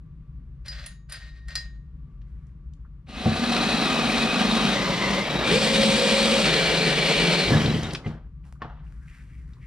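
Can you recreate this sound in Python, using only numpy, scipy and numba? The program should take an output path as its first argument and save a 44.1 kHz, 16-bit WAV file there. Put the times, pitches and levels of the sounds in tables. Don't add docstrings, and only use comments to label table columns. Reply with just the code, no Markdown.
import sys
import numpy as np
from scipy import signal
from scipy.fft import rfft, irfft, next_fast_len
from scipy.io import wavfile
from scipy.ndimage import uniform_filter1d
from numba import njit

SR = 44100
rng = np.random.default_rng(int(sys.argv[2]) if len(sys.argv) > 2 else 0)


def unload_audio(sound):
    columns = np.transpose(np.atleast_2d(sound))
    steps = np.round(np.clip(columns, -1, 1) * 32767)
    wavfile.write(sys.argv[1], SR, steps.astype(np.int16))


N = 426006

# pitch_hz, level_db (relative density)
RUMBLE = [(12, -54.5), (20, -27), (36, -5.5), (60, 4), (72, -5.5), (87, -16), (149, -6), (222, -25.5),
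          (268, -26.5), (307, -32.5), (742, -52), (1110, -46), (2110, -55), (5980, -71), (12000, -77.5),
          (15600, -111), (22000, -120)]
# pitch_hz, width_hz, level_db (over the rumble there)
HUM = [(50.1, 3.8, 0), (148, 21, -7.5), (1154, 14, 12)]
# pitch_hz, left_over_right_db
LEFT_OVER_RIGHT = [(60, 1), (300, 0.5), (700, 1), (1300, 0.5), (2400, 2.5), (4400, 1.5), (8100, 0),
                   (15000, -5.5)]
# pitch_hz, left_lead_rad (negative where the left port lags)
LEFT_LEADS = [(20, 0.1), (860, -0.58), (2670, -0.62), (5600, -0.85), (6800, -1.7), (9400, -1.6),
              (14000, -2.2)]

# start_s, level_db, pitch_hz, width_octaves
TICKS = [(2.215, -60.5, 2500, 2.1), (2.468, -63, 5940, 1.1), (2.735, -57, 4500, 1.8),
         (2.846, -55, 1250, 0.86), (3.068, -57, 1800, 1.6), (3.258, -25, 464, 1.5), (7.66, -22, 3500, 0.87),
         (7.831, -32, 3016, 2.9), (7.745, -26, 3000, 0.36), (7.906, -28, 3050, 1.3),
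         (7.934, -27.5, 5630, 1.7), (7.948, -23.5, 2170, 2.6), (7.7, -30, 2980, .4), (7.775, -36, 3000, .4),
         (8.062, -36, 2550, 0.61), (8.438, -59, 2210, 1), (8.553, -55, 1300, 0.7), (8.604, -59, 1490, 1.5),
         (8.618, -40.5, 1500, 2.83), (8.865, -60, 2600, 0.35), (9.077, -52, 2200, 0.61),
         (9.534, -53.5, 4200, 0.93), (9.565, -55, 1100, 0.46)]
# start_s, hold_s, #
# level_db, fade_db_per_s, centre_hz, width_hz (of each filter stage), air_db (treble against the body)
RUBS = [(2.24, .22, -77.5, 150, 1500, 1600, -12), (8.42, 0.023, -63, 158, 885, 1800, -10),
        (8.592, 0.033, -44, 108.5, 865, 1280, -57), (8.61, 0.15, -67.5, 500, 2320, 1270, -44),
        (8.815, 0.88, -70, 48, 1352, 1340, -9), (8.988, 0.025, -64, 195.5, 1480, 700, -15),
        (9.05, 0.13, -58.5, 208, 1900, 1380, -16), (9.266, 0.046, -65, 79, 1650, 1000, -19),
        (9.585, 0.066, -59, 100, 1690, 990, -23)]

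# pitch_hz, level_db, t60_s
HULL = [(87, -7, 0.4), (119, 1.5, 0.12), (151.7, -0.5, 0.35), (222, -1.5, 0.31), (321, -5.5, 0.11),
        (432, -1, 0.044), (714, -5.5, 0.092), (1090, -13, 0.046), (1784, -17.5, 0.05)]
# start_s, peak_db, hardness_db (lift of the upper modes)
KNOCKS = [(3.258, -9, -6), (3.275, -15, -12.5), (5.537, -19, 2), (7.478, -18, -14.5), (7.506, -11.5, -4.5),
          (7.534, -10.5, -16.5), (7.571, -12, 7.5), (7.679, -14.5, 0), (7.761, -17, -8.5),
          (7.832, -20, -6.5), (8.062, -20.5, -10.5), (8.619, -21.5, 25.5), (8.652, -31, -8.5)]

# pitch_hz, level_db, t60_s
STEEL = [(1529, -7, .13), (1852, 1, 0.38), (2013, -9, .2), (3359, -20, 0.25), (3817, -22, 0.45),
         (3967, -15, 0.45), (4113, -1, 0.17), (4925, 3, 0.19), (6708, 2, 0.45), (7540, -6, .2),
         (9453, -6, 0.16), (9860, -6, 0.06), (10640, -9, .07)]
CLINK_HZ = [1855, 4113, 4925, 6708, 10000]
# start_s, level_db (before the trims of ring and strike),
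# then one lift_db for the steel modes near each of CLINK_HZ
CLINKS = [(0.66, -44, -34, -20, -16, -27, -13), (0.682, -28.5, -40, -24, -4, -36, -17),
          (0.861, -29, -41, -20, -27, -26, -8), (1.097, -41.5, -23.5, -32, -12.5, -34.5, -10.5),
          (1.122, -29.5, -9, -20, -11, -34, -8.5), (1.483, -35, -7.5, -19.5, -15, -39.5, -36),
          (1.554, -17.5, -14, -11.5, -11, -36, -28)]
# start_s, hold_s, scrape_db, fade_db_per_s (of the scrape), sing_db
SLIDES = [(0.643, 0.21, -50, 211.5, -54.5), (1.084, 0.047, -48, 77.5, -47),
          (1.473, 0.11, -49.5, 165.5, -59)]
# pitch_hz, level_db (relative)
SLIDE_COLOUR = [(350, -36), (590, -15), (870, -24), (1600, -11), (2300, -16.5), (5000, -20.5), (9000, -36),
                (14000, -62.5)]

# start_s, length_s,
# from_hz, to_hz, level_db (before a 3 dB trim and a random waver)
SQUEALS = [(5.48, .1, 1200, 3400, -27), (5.52, .09, 2300, 2500, -29), (5.44, .04, 2350, 2400, -29),
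           (4.74, .17, 1960, 2060, -33), (4.93, .22, 2010, 2130, -34), (5.0, .14, 1120, 1260, -37),
           (5.0, .12, 960, 1020, -36), (5.16, .08, 2090, 2060, -38), (5.07, .09, 8450, 8700, -50),
           (7.485, .03, 3900, 4050, -35), (7.525, .025, 1700, 1700, -29), (7.545, .06, 3980, 3740, -36),
           (7.6, .08, 3320, 3150, -35), (7.665, .08, 4100, 3780, -36), (7.71, .1, 2000, 1880, -42),
           (7.815, .06, 4000, 3520, -40), (7.85, .06, 4200, 3600, -45), (7.84, .07, 1520, 1330, -42),
           (8.035, .045, 2070, 2030, -47)]

# start_s, level_db, drone_db (120-300 Hz over 448-1300 Hz),
# bite_db (2-6 kHz over 448-1300 Hz), dig_db (extra that dies away after the start)
SHOTS = [(3.05, -25.5, 2, 0.5, -2.5), (4.739, -25.5, 1, -1.3, -0.5), (5.239, -25, -2, -3, -4.5),
         (5.452, -25.5, 4, 3.5, 1), (6.45, -25, 3, 2.5, 0), (7.499, -25, 6.5, -4, 4.5)]
# time_s, speed_turns_per_s
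CHUCK = [(3.05, 26.5), (4.7, 24.8), (5.38, 24), (5.45, 11.5), (5.52, 20.1), (5.585, 27.2), (6.0, 27.3),
         (6.42, 27.5), (6.5, 20.5), (7.45, 21.9)]
# pitch_hz, level_db (relative density)
CUT = [
    [(70, -47), (115, -17), (220, -1), (350, -13), (740, -15.5), (1050, -19.5), (1300, -19), (2200, -21.5),
     (3900, -22.5), (6800, -35.5), (9200, -39.5), (15500, -60)],
    [(70, -60.5), (110, -6), (190, -3.5), (350, -8), (850, -14), (1000, -11.5), (1400, -18.5), (2100, -19),
     (4200, -23.5), (8700, -40), (15500, -59)],
    [(70, -45), (150, -11), (300, -15), (550, -10.5), (1400, -21), (3900, -21), (6000, -31), (15500, -53)],
    [(70, -52), (120, -24), (200, -5.5), (330, -16.5), (500, -11), (700, -17), (1550, -22), (2400, -19),
     (4300, -18), (6100, -29), (8300, -28.5), (15500, -57.5)],
    [(70, -52), (110, -33.5), (160, -7), (280, -15.5), (420, -9.5), (780, -17), (1070, -22), (2300, -18.5),
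     (4300, -17.5), (5600, -28.5), (8700, -33.5), (15500, -58)],
    [(40, -40.5), (65, -9), (156, -6), (250, -9.5), (700, -10), (1000, -13), (2000, -22.5), (3100, -31.5),
     (4200, -29.5), (7900, -42), (15500, -60.5)],
]
# pitch_hz, width_hz, level_db (over the tearing there)
SING = [
    [(753, 28, 6.5), (2517, 73, 7), (1200, 92, 5), (3864, 130, 4.5), (4220, 59, 5.5), (9040, 90, 6.5)],
    [(557.5, 17, 11), (1026, 27, 4.5), (1237, 39, 8.5), (2050, 100, 5)],
    [(2330, 62, 5.5), (3860, 40, 11.5)],
    [(147, 37, 2), (2394, 140, 3.5), (2870, 35, 5.5), (3265, 55, 3.5), (3800, 120, 0.5), (8570, 130, 0.5)],
    [(2327, 90, 7), (2953, 72, 1.5), (4250, 64, 4), (8650, 340, 1.5)],
    [(160, 13, 7.5), (3110, 200, 7.5)],
]
# multiple_of_chuck_speed, level_db (before waver and speed)
TURN = [
    [(6, -2), (7, -2.5), (8, 1), (9, 5), (10, -1), (11, -10), (16, -14)],
    [(7, -3), (8, 2), (20, -26)],
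    [(6, -3.5)],
    [(7, -16), (8, 4.5), (10, -19.5), (16, -15.5), (18, -2.5), (20, 3), (22, -17.5)],
    [(7, -5.5), (8, 2.5), (16, -16.5), (18, -12.5), (21, -4.5), (26, -6.5)],
    [],
]
# multiple_of_chuck_speed, level_db (over the tearing, before waver)
WHINES = [
    [(100.5, -10), (153, -10), (356, -33)],
    [(83, -14), (168, -16)],
    [],
    [(88, -17), (297.5, -21), (305, -15.5)],
    [(113, -17), (138, -19), (197, -14.5), (397, -30)],
    [],
]
# time_s, level_db (against the shot)
FADE_AWAY = [(7.36, -4), (7.48, -7.5), (7.54, -5), (7.65, -6), (7.71, -9), (7.82, -13), (7.94, -16),
             (8.0, -28), (8.045, -24), (8.075, -17.5), (8.15, -28), (8.3, -50)]

RUMBLE_DB, RUMBLE_LEFT_DB = -40.5, 1.3
ROOM_T60_S, ROOM_DB, ROOM_LOW_HZ = .2, -6.5, 2200
TOP_HZ = 15400
TICK_CYCLES = 15
RUB_ATTACK_S, RUB_WANDER = .035, 0.1
CONTACT_MS, UPPER_HZ = 0.64, 900
CLINK_FADE_MS = 5
SLIDE_ATTACK_S, SING_ATTACK_S = 0.015, 0.048
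SING_FADE_SHARE, SING_UPPER_DB = 0.78, -15
RATTLE_DB, GRIP_S = -7, .004
SQUEAL_WIDTH_HZ = 70.
BLEND_S, STOP_S = .04, 8.3
HULL_LOW_HZ = 130
DIG_IN_S = 0.14
RISE_S, SWELL_DB, SWELL_S = 0.041, -27, 0.17
DULL_FROM_DB = -14
BITE_PER_OCTAVE_DB = 4.5
THROB = .4

T = np.arange(N) / SR
NF = next_fast_len(N)
F = np.maximum(np.arange(NF // 2 + 1) * SR / NF, 1)


def undb(db):
    return 10 ** (np.asarray(db) / 20)


def unit(x):
    return x / np.sqrt(np.mean(x ** 2))


def curve(table):
    s, value = np.transpose(table)
    return np.interp(T, s, value)


def colour(x, points, peaks=()):
    hz, db = np.transpose(points)
    gain = undb(np.interp(np.log(F), np.log(hz), db))
    for f, width_hz, lift_db in peaks:
        lift_power = undb(2 * lift_db)
        gain = gain * np.sqrt(1 + lift_power / (1 + (2 * (F - f) / width_hz) ** 2))
    return irfft(rfft(x, NF) * gain, NF)[:N]


def band(x, lo, hi):
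    return signal.sosfilt(signal.butter(2, [lo, hi], "bandpass", fs=SR, output="sos"), x)


def walk(rate, size=N):
    k = int(SR / rate)
    steps = np.repeat(rng.standard_normal(size // k + 1), k)
    return 1.1 * uniform_filter1d(uniform_filter1d(steps, k), k)[:size]


def grit(spread_db):
    return unit(rng.standard_normal(N) * undb(spread_db * rng.exponential(size=N)))


def ring(modes, lift_db=0):
    hz, db, t60 = np.transpose(modes)[:, :, None]
    t = T[:SR // 2]
    fade = np.exp(-np.log(1000) * t / t60)
    tone = np.sin(2 * np.pi * (hz * t + 0.47 * rng.random(hz.shape)))
    return np.sum(undb(db + lift_db) * fade * tone, axis=0)


def burst(lo_hz, hi_hz, ms):
    t = T[:SR // 8] / (max(ms, .5) / 1000)
    x = band(band(rng.standard_normal(len(t)), lo_hz, hi_hz), lo_hz, hi_hz)
    return unit(x) * np.exp(-t) * (1 - np.exp(-5 * t))


def stroke(s, attack_s, hold_s, fade_db_per_s):
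    fade_for_s = (T - s - attack_s - hold_s).clip(0)
    return ((T - s) / attack_s).clip(0, 1) ** 2 * undb(-fade_db_per_s * fade_for_s)


def add(out, s, x):
    i = int(s * SR)
    out[i:i + len(x)] += x[:N - i]


@njit
def svf(x, hz, width):
    y, b, l = np.empty(len(x)), 0., 0.
    for i in range(len(x)):
        g, k = np.tan(np.pi * hz[i] / SR), width / hz[i]
        v = (b + g * (x[i] - l)) / (1 + g * (g + k))
        b, l, y[i] = 2 * v - b, l + 2 * g * v, k * v
    return y


def workshop():
    rumble = unit(colour(rng.standard_normal(N), RUMBLE, HUM))
    rumble *= undb(RUMBLE_DB + 1.2 * walk(3.9))
    hiss = band(unit(colour(rng.standard_normal(N), RUMBLE)), 2500, 16000)
    hiss *= undb(RUMBLE_DB - 2.5)
    tilt = undb([[RUMBLE_LEFT_DB / 2], [-RUMBLE_LEFT_DB / 2]])
    return rumble * tilt + np.array([hiss, -hiss])


def walls(near):
    t = T[:SR // 2]
    highpass = signal.butter(2, ROOM_LOW_HZ, "highpass", fs=SR)
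    returns = []
    for _ in range(2):
        tail = signal.lfilter(*highpass, rng.standard_normal(len(t)))
        tail *= np.exp(-np.log(1000) * t / ROOM_T60_S) * (t > .002)
        returns.append(signal.fftconvolve(near, unit(tail))[:N])
    return undb(ROOM_DB) * np.array(returns) / np.sqrt(len(t))


def handling():
    out = np.zeros(N)
    for s, db, hz, octaves in TICKS:
        half_width = 2 ** (octaves / 2)
        tick = burst(hz / half_width, min(hz * half_width, 15000), 1000 * TICK_CYCLES / hz)
        add(out, s, undb(db) * tick)
    dust, patchy = grit(3.4), undb(1.1 * walk(30))
    wander = np.exp(RUB_WANDER * walk(12))
    air = unit(band(band(dust, 4000, 10300), 3700, 15000))
    for s, hold_s, db, fade, hz, width_hz, air_db in RUBS:
        i = int(s * SR)
        body = dust[i:]
        for _ in range(3):
            body = svf(body, hz * wander[i:], 1. * width_hz)
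        gain = undb(db) * (stroke(s, RUB_ATTACK_S, hold_s, fade) * patchy)[i:]
        out[i:] += gain * (unit(body) + undb(air_db) * air[i:])
    return out


def hull():
    out = np.zeros(N)
    upper = np.transpose(HULL)[:1].T > UPPER_HZ
    for s, db, hard_db in KNOCKS:
        contact_ms = CONTACT_MS * 2 ** (-min(hard_db, 8) / 10)
        contact = np.hanning(int(contact_ms * SR / 1000))
        blow = signal.fftconvolve(ring(HULL, hard_db * upper), contact / contact.sum())
        add(out, s, undb(db) * blow / np.abs(blow).max())
    return out


def clinks():
    out = np.zeros(N)
    steel_hz = np.transpose(STEEL)[:1].T
    for s, db, *mode_db in CLINKS:
        lift_db = np.interp(np.log(steel_hz), np.log(CLINK_HZ), mode_db)
        add(out, s, undb(db - 3) * ring(STEEL, lift_db))
        bright_hz = CLINK_HZ[np.argmax(mode_db)]
        strike = burst(740, 9400, CLINK_FADE_MS)
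        strike += 1.5 * burst(bright_hz / 1.2, bright_hz * 1.093, CLINK_FADE_MS)
        add(out, s, undb(db - 6) * strike)
    return out


def slides():
    out = np.zeros(N)
    dust = grit(2.1) * undb(3.3 * walk(60))
    gripped = ring(STEEL[:8]) * np.exp(-T[:SR // 2] / GRIP_S)
    rattle = signal.fftconvolve(dust, gripped)[:N]
    scrape = unit(colour(dust, SLIDE_COLOUR)) + undb(RATTLE_DB) * unit(rattle)
    lower, upper = (undb(2.2 * walk(55)) * np.sin(2 * np.pi * STEEL[i][0] * T) for i in (1, 4))
    sing = unit(lower + undb(SING_UPPER_DB) * upper)
    for s, hold_s, db, fade, sing_db in SLIDES:
        out += undb(db) * stroke(s, SLIDE_ATTACK_S, hold_s, fade) * scrape
        out += undb(sing_db) * stroke(s, SING_ATTACK_S, hold_s, SING_FADE_SHARE * fade) * sing
    return out


def squeals():
    out = np.zeros(N)
    for s, length_s, from_hz, to_hz, db in SQUEALS:
        n = int(length_s * SR)
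        hz = np.linspace(from_hz, to_hz, n)
        whine = svf(svf(rng.standard_normal(n), hz, SQUEAL_WIDTH_HZ), hz, SQUEAL_WIDTH_HZ)
        gain = undb(db - 3 + 3 * walk(70, n)) * np.sqrt(np.hanning(n))
        add(out, s, gain * unit(whine))
    return out


def cutting(chips, speed, turns, span, dull_db, drone_db, bite_db, cut, sing, orders, whines):
    sound = colour(chips, cut, sing)[span]
    sound /= np.std(band(sound, 448, 1300))
    speed, turns, dull_db = speed[span], turns[span], dull_db[span]
    n = len(sound)
    pace = (speed / np.median(speed)).clip(0, 1)
    for order, db in orders:
        waver_db = 1.6 * walk(9, n) + 2.5 * walk(40, n)
        radiated = (order * speed / HULL_LOW_HZ).clip(0, 1) ** 4
        tone = np.sin(2 * np.pi * (order * turns + .06 * walk(5, n)))
        sound += np.sqrt(pace) * radiated * undb(db + waver_db) * tone
    low, top = band(sound, 23, 420), band(sound, 1800, 18000)
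    low *= 1 + THROB * np.cos(2 * np.pi * turns)
    drone_db = drone_db + 2 * walk(22, n) + walk(10, n)
    bite_db = bite_db + .6 * walk(60, n) + dull_db + BITE_PER_OCTAVE_DB * np.log2(pace)
    sound += low * (undb(drone_db) / np.std(band(low, 120, 300)) - 1)
    sound += top * (undb(bite_db) / np.std(band(top, 2000, 6000)) - 1)
    for order, db in whines:
        sound += undb(db + 2.3 * walk(30, n)) * np.sin(2 * np.pi * order * turns)
    return sound


def drill():
    speed = curve(CHUCK)
    turns = np.cumsum(speed * (1 + .0025 * walk(14))) / SR
    chips = grit(1.0) * undb(0.15 * np.sin(2 * np.pi * turns))
    chips *= undb(1.2 * walk(260) + .6 * walk(45))
    fade_db = curve(FADE_AWAY)
    dull_db = (fade_db - DULL_FROM_DB).clip(None, 0)
    out = np.zeros(N)
    ends = [row[0] for row in SHOTS[1:]] + [STOP_S]
    half = BLEND_S / 2
    for shot, t1, cut, sing, orders, whines in zip(SHOTS, ends, CUT, SING, TURN, WHINES):
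        t0, level_db, drone_db, bite_db, dig_db = shot
        span = slice(int((t0 - BLEND_S) * SR), int((t1 + BLEND_S) * SR))
        sound = cutting(chips, speed, turns, span, dull_db, drone_db, bite_db, cut, sing, orders, whines)
        t = T[span]
        effort_db = level_db + dig_db * np.exp(-(t - t0).clip(0) / DIG_IN_S)
        blend = np.interp(t, [t0 - half, t0 + half, t1 - half, t1 + half], [0, 1, 1, 0])
        out[span] += sound * undb(effort_db) * blend
    for hz in (1700, 3300):
        out += .45 * svf(out, hz * np.exp(.2 * walk(12)), 260.)
    start = SHOTS[0][0]
    swell_db = SWELL_DB * np.exp(-(T - start).clip(0) / SWELL_S)
    return out * stroke(start, RISE_S, 0, 0) * undb(swell_db + fade_db)


def scene():
    near = handling() + hull() + clinks() + slides() + squeals() + drill()
    return workshop() + walls(near) + near


def record(dry):
    balance_hz, balance_db = np.transpose(LEFT_OVER_RIGHT)
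    lead_hz, lead_rad = np.transpose(LEFT_LEADS)
    balance_db = np.interp(np.log(F), np.log(balance_hz), balance_db)
    lead_rad = np.interp(np.log(F), np.log(lead_hz), lead_rad)
    half = undb(balance_db / 2) * np.exp(.5j * lead_rad)
    ports = irfft(rfft(dry, NF) * np.array([half, 1 / half]), NF)[:, :N]
    return signal.sosfilt(signal.ellip(10, .2, 80, TOP_HZ, fs=SR, output="sos"), ports)


dry = scene()
out = record(dry)
unload_audio(out)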